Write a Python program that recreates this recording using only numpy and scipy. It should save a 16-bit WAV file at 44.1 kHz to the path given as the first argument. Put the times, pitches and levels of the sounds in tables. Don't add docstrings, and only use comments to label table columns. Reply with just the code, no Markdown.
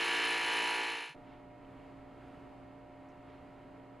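import sys
import numpy as np
from scipy import signal
from scipy.fft import rfft, irfft
from scipy.io import wavfile
from scipy.ndimage import uniform_filter1d

SR = 44100
rng = np.random.default_rng(int(sys.argv[2]) if len(sys.argv) > 2 else 0)


def file_out(sig):
    cols = np.atleast_2d(sig).T
    lim = np.clip(cols, -1, 1)
    pcm = np.round(lim * 32767).astype(np.int16)
    wavfile.write(sys.argv[1], SR, pcm)


N = 176400
GRINDING = int(1.2 * SR)

# (time [s], speed [turns per s])
SHAFT_SPEED = [(0, 57.24), (.15, 57.2), (.27, 57.08), (.5, 57.2), (.62, 57.13), (.85, 57.27), (1.1, 57.25)]
# (multiple of the shaft speed [-], base level [dB])
SHAFT_TONES = [(2, -72.5), (3, -68.0), (4, -77.0), (5, -56.9), (6, -53.7), (7, -57.1), (8, -51.9),
               (9, -60.5), (10, -66.2), (11, -62.3), (12, -60.3), (13, -55.3), (14, -56.7), (15, -50.3),
               (16, -48.6), (17, -45.5), (18, -59.1), (19, -57.2), (20, -52.8), (21, -54.7), (22, -59.2),
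               (23, -59.9), (24, -62.0), (25, -53.0), (26, -60.2), (27, -55.2), (28, -50.7), (29, -56.1),
               (30, -45.5), (31, -47.2), (32, -56.3), (33, -55.4), (34, -52.6), (35, -53.6), (36, -60.7),
               (37, -49.0), (38, -53.8), (39, -50.5), (40, -49.7), (41, -46.7), (42, -54.0), (43, -56.2),
               (44, -47.6), (45, -50.5), (46, -53.3), (47, -52.9), (48, -53.3), (49, -48.1), (50, -57.4),
               (51, -60.3), (52, -47.8), (53, -51.0), (54, -56.4), (55, -60.7), (59, -59.4), (65, -60.5),
               (70, -61.5), (71, -59.4), (73, -61.2), (74, -55.9), (75, -62.1)]
# (from frequency [Hz], place [turns], phase scatter [rad])
RATTLES = [(0, 0.247, 0.63), (650, .71, 0.8), (1500, 0.94, 1.5), (2053, .7, 2.1), (3200, 0.719, 1.17)]
# (time [s], gain [dB])
WHINE_SWELL = [(0, -3.5), (.2, -4), (.35, -1.5), (.55, -0.5), (.7, 2), (1.1, 2)]
# (time [s], gain [dB])
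PRESSURE = [(0, 0.2), (.16, 0.3), (.29, -0.1), (.4, -1.2), (.55, -0.5), (.66, -1.2), (.8, -3), (1.1, -1.5)]
# (frequency [Hz], relative level [dB])
BODY_COLOUR = [(30, -25.5), (200, -19), (290, -9.5), (440, -4), (560, -15), (760, -6.5), (980, -7),
               (1080, -10), (1300, -5.5), (1650, -4.5), (1900, 2), (2050, -4), (2300, -1), (2700, 0),
               (3050, 0.5), (3250, -6.5), (3850, -5), (4250, -5), (4550, -10.5), (5300, -11.5), (5700, -18),
               (6300, -12), (6900, -20), (7150, -15), (7800, -20.5), (9400, -30.5), (10600, -50),
               (11600, -61), (12700, -33), (14200, -52), (15600, -42)]
# (frequency [Hz], lean [dB])
MACHINE_LEAN = [(120, -2.5), (240, -2.9), (350, 1), (470, -4.5), (620, -3), (740, -2.5), (1000, -0.5),
                (1200, -0.8), (1550, -.5), (1750, 2.3), (2000, -1), (2400, -0.9), (5000, -0.5)]
# (frequency [Hz], gain [dB])
BENCH_ECHO = [(250, -25), (500, -8), (700, -9), (1500, -25.5), (4000, -25.5), (7000, -52), (9000, -7),
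              (15000, -14)]
# (middle time [s], length [s], level [dB])
RUBS = [(1.31, 0.11, -62.5), (3.317, .13, -63.5), (3.59, 0.05, -71)]
# (frequency [Hz], relative level [dB])
RUB_COLOUR = [(300, -18), (900, 11), (1400, 2.5), (3000, -3.5), (4500, -15.5), (7000, -35), (14000, -44)]
# (time [s], level [dB], pitch [Hz], width [Hz], decay [s])
TICKS = [(1.648, -65, 2980, 550, .005), (3.086, -78, 5750, 2500, .018), (3.3, -65, 2500, 1500, .004),
         (3.57, -73, 2100, 1500, .004), (3.939, -68, 1650, 700, .005)]
# (frequency [Hz], level [dB])
HUM_TONES = [(119.6, -64.5), (179.5, -70), (359.5, -71), (539, -74), (599.6, -61.5), (659.5, -76),
             (719.6, -65), (779.5, -75), (839.6, -74.5), (959.6, -69), (1019.5, -75.5), (1319.4, -75.5),
             (1859, -79.5), (1979, -87), (2159, -79)]
# (frequency [Hz], relative level [dB])
AIR_COLOUR = [(15, -6), (25, 4.5), (42, -3.5), (62, 6), (90, -4.5), (140, 1.5), (210, -5), (275, 5.5),
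              (350, -1), (450, 0), (560, -8), (750, -4), (1000, -9), (1150, -8.5), (1320, -9.5),
              (1600, -14), (2200, -15.5), (3000, -20), (3500, -26.5), (4400, -30), (5300, -35.5),
              (5700, -42.5), (6200, -37.5), (9000, -41), (14000, -49.5), (15000, -66)]
# (frequency [Hz], gain [dB])
AIR_WIDTH = [(60, -13.5), (280, -10), (480, -4.5), (900, -4.5), (2800, -21), (4500, -5.5), (9000, -4)]


def grinder():
    fade_from_s, silent_s = 0.8, 1.157
    t = np.arange(GRINDING) / SR
    turns = np.cumsum(curve(SHAFT_SPEED)) / SR
    direct = whine(turns) + grit(turns)
    echoes = rng.standard_normal(GRINDING) * np.exp(-t / 0.01)
    reflected = signal.fftconvolve(direct, echoes / np.linalg.norm(echoes))[:GRINDING]
    left, right = widen(direct, colour(reflected, BENCH_ECHO))
    machine = np.array([colour(left, MACHINE_LEAN, share=0.38), colour(right, MACHINE_LEAN, share=-0.48)])
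    fade = np.clip((silent_s - t) / (silent_s - fade_from_s), 0, 1)
    return np.pad(fade * (machine + singing_glass()), ((0, 0), (0, N - GRINDING)))


def whine(turns):
    swell_hz, swell_width_hz, flicker_hz = 855, 116, 21.7
    swell, shaft_hz = curve(WHINE_SWELL), np.mean(curve(SHAFT_SPEED))
    out = 0
    for multiple, db in SHAFT_TONES:
        hz = multiple * shaft_hz
        _, place, scatter = [row for row in RATTLES if row[0] <= hz][-1]
        jitter = 0.16 * hz / 2000 * wander(flicker_hz, GRINDING)
        phase = 2 * np.pi * multiple * (turns - place) + scatter * rng.standard_normal() + jitter
        swell_db = swell * np.exp(-((hz - swell_hz) / swell_width_hz) ** 2)
        flicker_db = 1.4 * wander(flicker_hz / 2, GRINDING)
        out = out + undb(db + swell_db + flicker_db) * np.cos(phase)
    return np.sqrt(2) * undb(0.66 + curve(PRESSURE) / 2) * out


def grit(turns):
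    base_db, repeat_share, split_hz = -38, 0.44, 3940
    bite_db, high_spot_turns = 2.5, 0.71
    one_turn, fresh = grains(int(SR / SHAFT_SPEED[0][1])), grains(GRINDING)
    repeating = one_turn[(turns % 1 * len(one_turn)).astype(int)]
    chips = np.sqrt(repeat_share) * repeating + np.sqrt(1 - repeat_share) * fresh
    bite = unit(undb(bite_db * np.cos(2 * np.pi * (turns - high_spot_turns))))
    dull = signal.sosfiltfilt(signal.butter(6, split_hz, "low", fs=SR, output="sos"), fresh)
    bright = signal.sosfiltfilt(signal.butter(6, split_hz, "high", fs=SR, output="sos"), chips * bite)
    return undb(base_db + curve(PRESSURE)) * unit(colour(dull + bright, BODY_COLOUR))


def singing_glass():
    base_db, likeness, lag_rad = -52.5, 0.71, 0.78
    right, unrelated = (signal.hilbert(ring(grains(GRINDING), hz=10050, width_hz=135)) for _ in range(2))
    left = (likeness * right + np.sqrt(1 - likeness ** 2) * unrelated) * np.exp(-1j * lag_rad)
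    flicker_db = 1.34 * wander(70, GRINDING)
    return np.real([left, right]) * pan(db=-3) * undb(base_db + curve(PRESSURE) + flicker_db)


def bump(t):
    at_s, length_s, hz, db = 1.108, 0.014, 146, -58
    return undb(db) * np.exp(-((t - at_s) / length_s) ** 2) * np.sin(2 * np.pi * hz * (t - at_s))


def fingers(t):
    rubbing = sum(undb(db) * np.exp(-2 * ((t - at_s) / length_s) ** 2) for at_s, length_s, db in RUBS)
    out = rubbing * unit(colour(grains(N), RUB_COLOUR))
    for at_s, db, hz, width_hz, decay_s in TICKS:
        dying_away = (t >= at_s) * np.exp(-np.abs(t - at_s) / decay_s)
        ringing = ring(ring(rng.standard_normal(N), hz, width_hz), hz, width_hz)
        out = out + undb(db) * dying_away * ringing
    return out


def workshop(t):
    air_db = -56.5
    hum = sum(tone(t, hz, db, waver_db=0.5, jitter_rad=0.11) for hz, db in HUM_TONES)
    fan = tone(t, hz=271.3, db=-59, waver_db=0.9, jitter_rad=0.37)
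    air_mid, air_side = (undb(air_db + 0.93 * wander(5.39))
                         * unit(colour(rng.standard_normal(N), AIR_COLOUR)) for _ in range(2))
    return widen(hum + fan + air_mid, colour(air_side, AIR_WIDTH))


def tone(t, hz, db, waver_db, jitter_rad):
    gain = np.sqrt(2) * undb(db + waver_db * wander(8))
    return gain * np.sin(2 * np.pi * (hz * t + rng.random()) + jitter_rad * wander(12))


def grains(count, per_s=8000, spread_db=2):
    hits = rng.random(count) < per_s / SR
    signs = rng.choice([-1, 1], count)
    sizes = undb(spread_db * np.minimum(rng.exponential(size=count), 4))
    return unit(hits * signs * sizes)


def ring(x, hz, width_hz):
    return unit(signal.lfilter(*signal.iirpeak(hz, hz / width_hz, fs=SR), x))


def colour(x, rows, share=1):
    row_hz, row_db = np.array(rows, float).T
    hz = np.arange(len(x) // 2 + 1) * SR / len(x)
    db = np.interp(np.log(np.maximum(hz, 1)), np.log(row_hz), row_db)
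    return irfft(rfft(x) * undb(share * db), len(x))


def wander(rate_hz, count=N):
    step = int(SR / rate_hz)
    held = np.repeat(rng.standard_normal(N // step + 2), step)
    held = held[int(step * rng.random()):][:count]
    return np.sqrt(2) * uniform_filter1d(uniform_filter1d(held, step), step)


def curve(rows):
    return np.interp(np.arange(GRINDING) / SR, *np.array(rows, float).T)


def undb(db):
    return 10 ** (np.asarray(db) / 20)


def unit(x):
    return x / np.sqrt(np.mean(np.abs(x) ** 2))


def pan(db):
    return undb(np.array([[db], [-db]]) / 2)


def widen(mid, side):
    return np.array([mid + side, mid - side])


def scene():
    room_from_s = 1.143
    t = np.arange(N) / SR
    room_in = np.clip((t - room_from_s) / 0.006, 0, 1)
    return grinder() + bump(t) + room_in * pan(db=-1.5) * (workshop(t) + fingers(t))


def record(dry):
    return signal.sosfilt(signal.ellip(10, .1, 80, 15700, fs=SR, output="sos"), dry)


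dry = scene()
out = record(dry)
file_out(out)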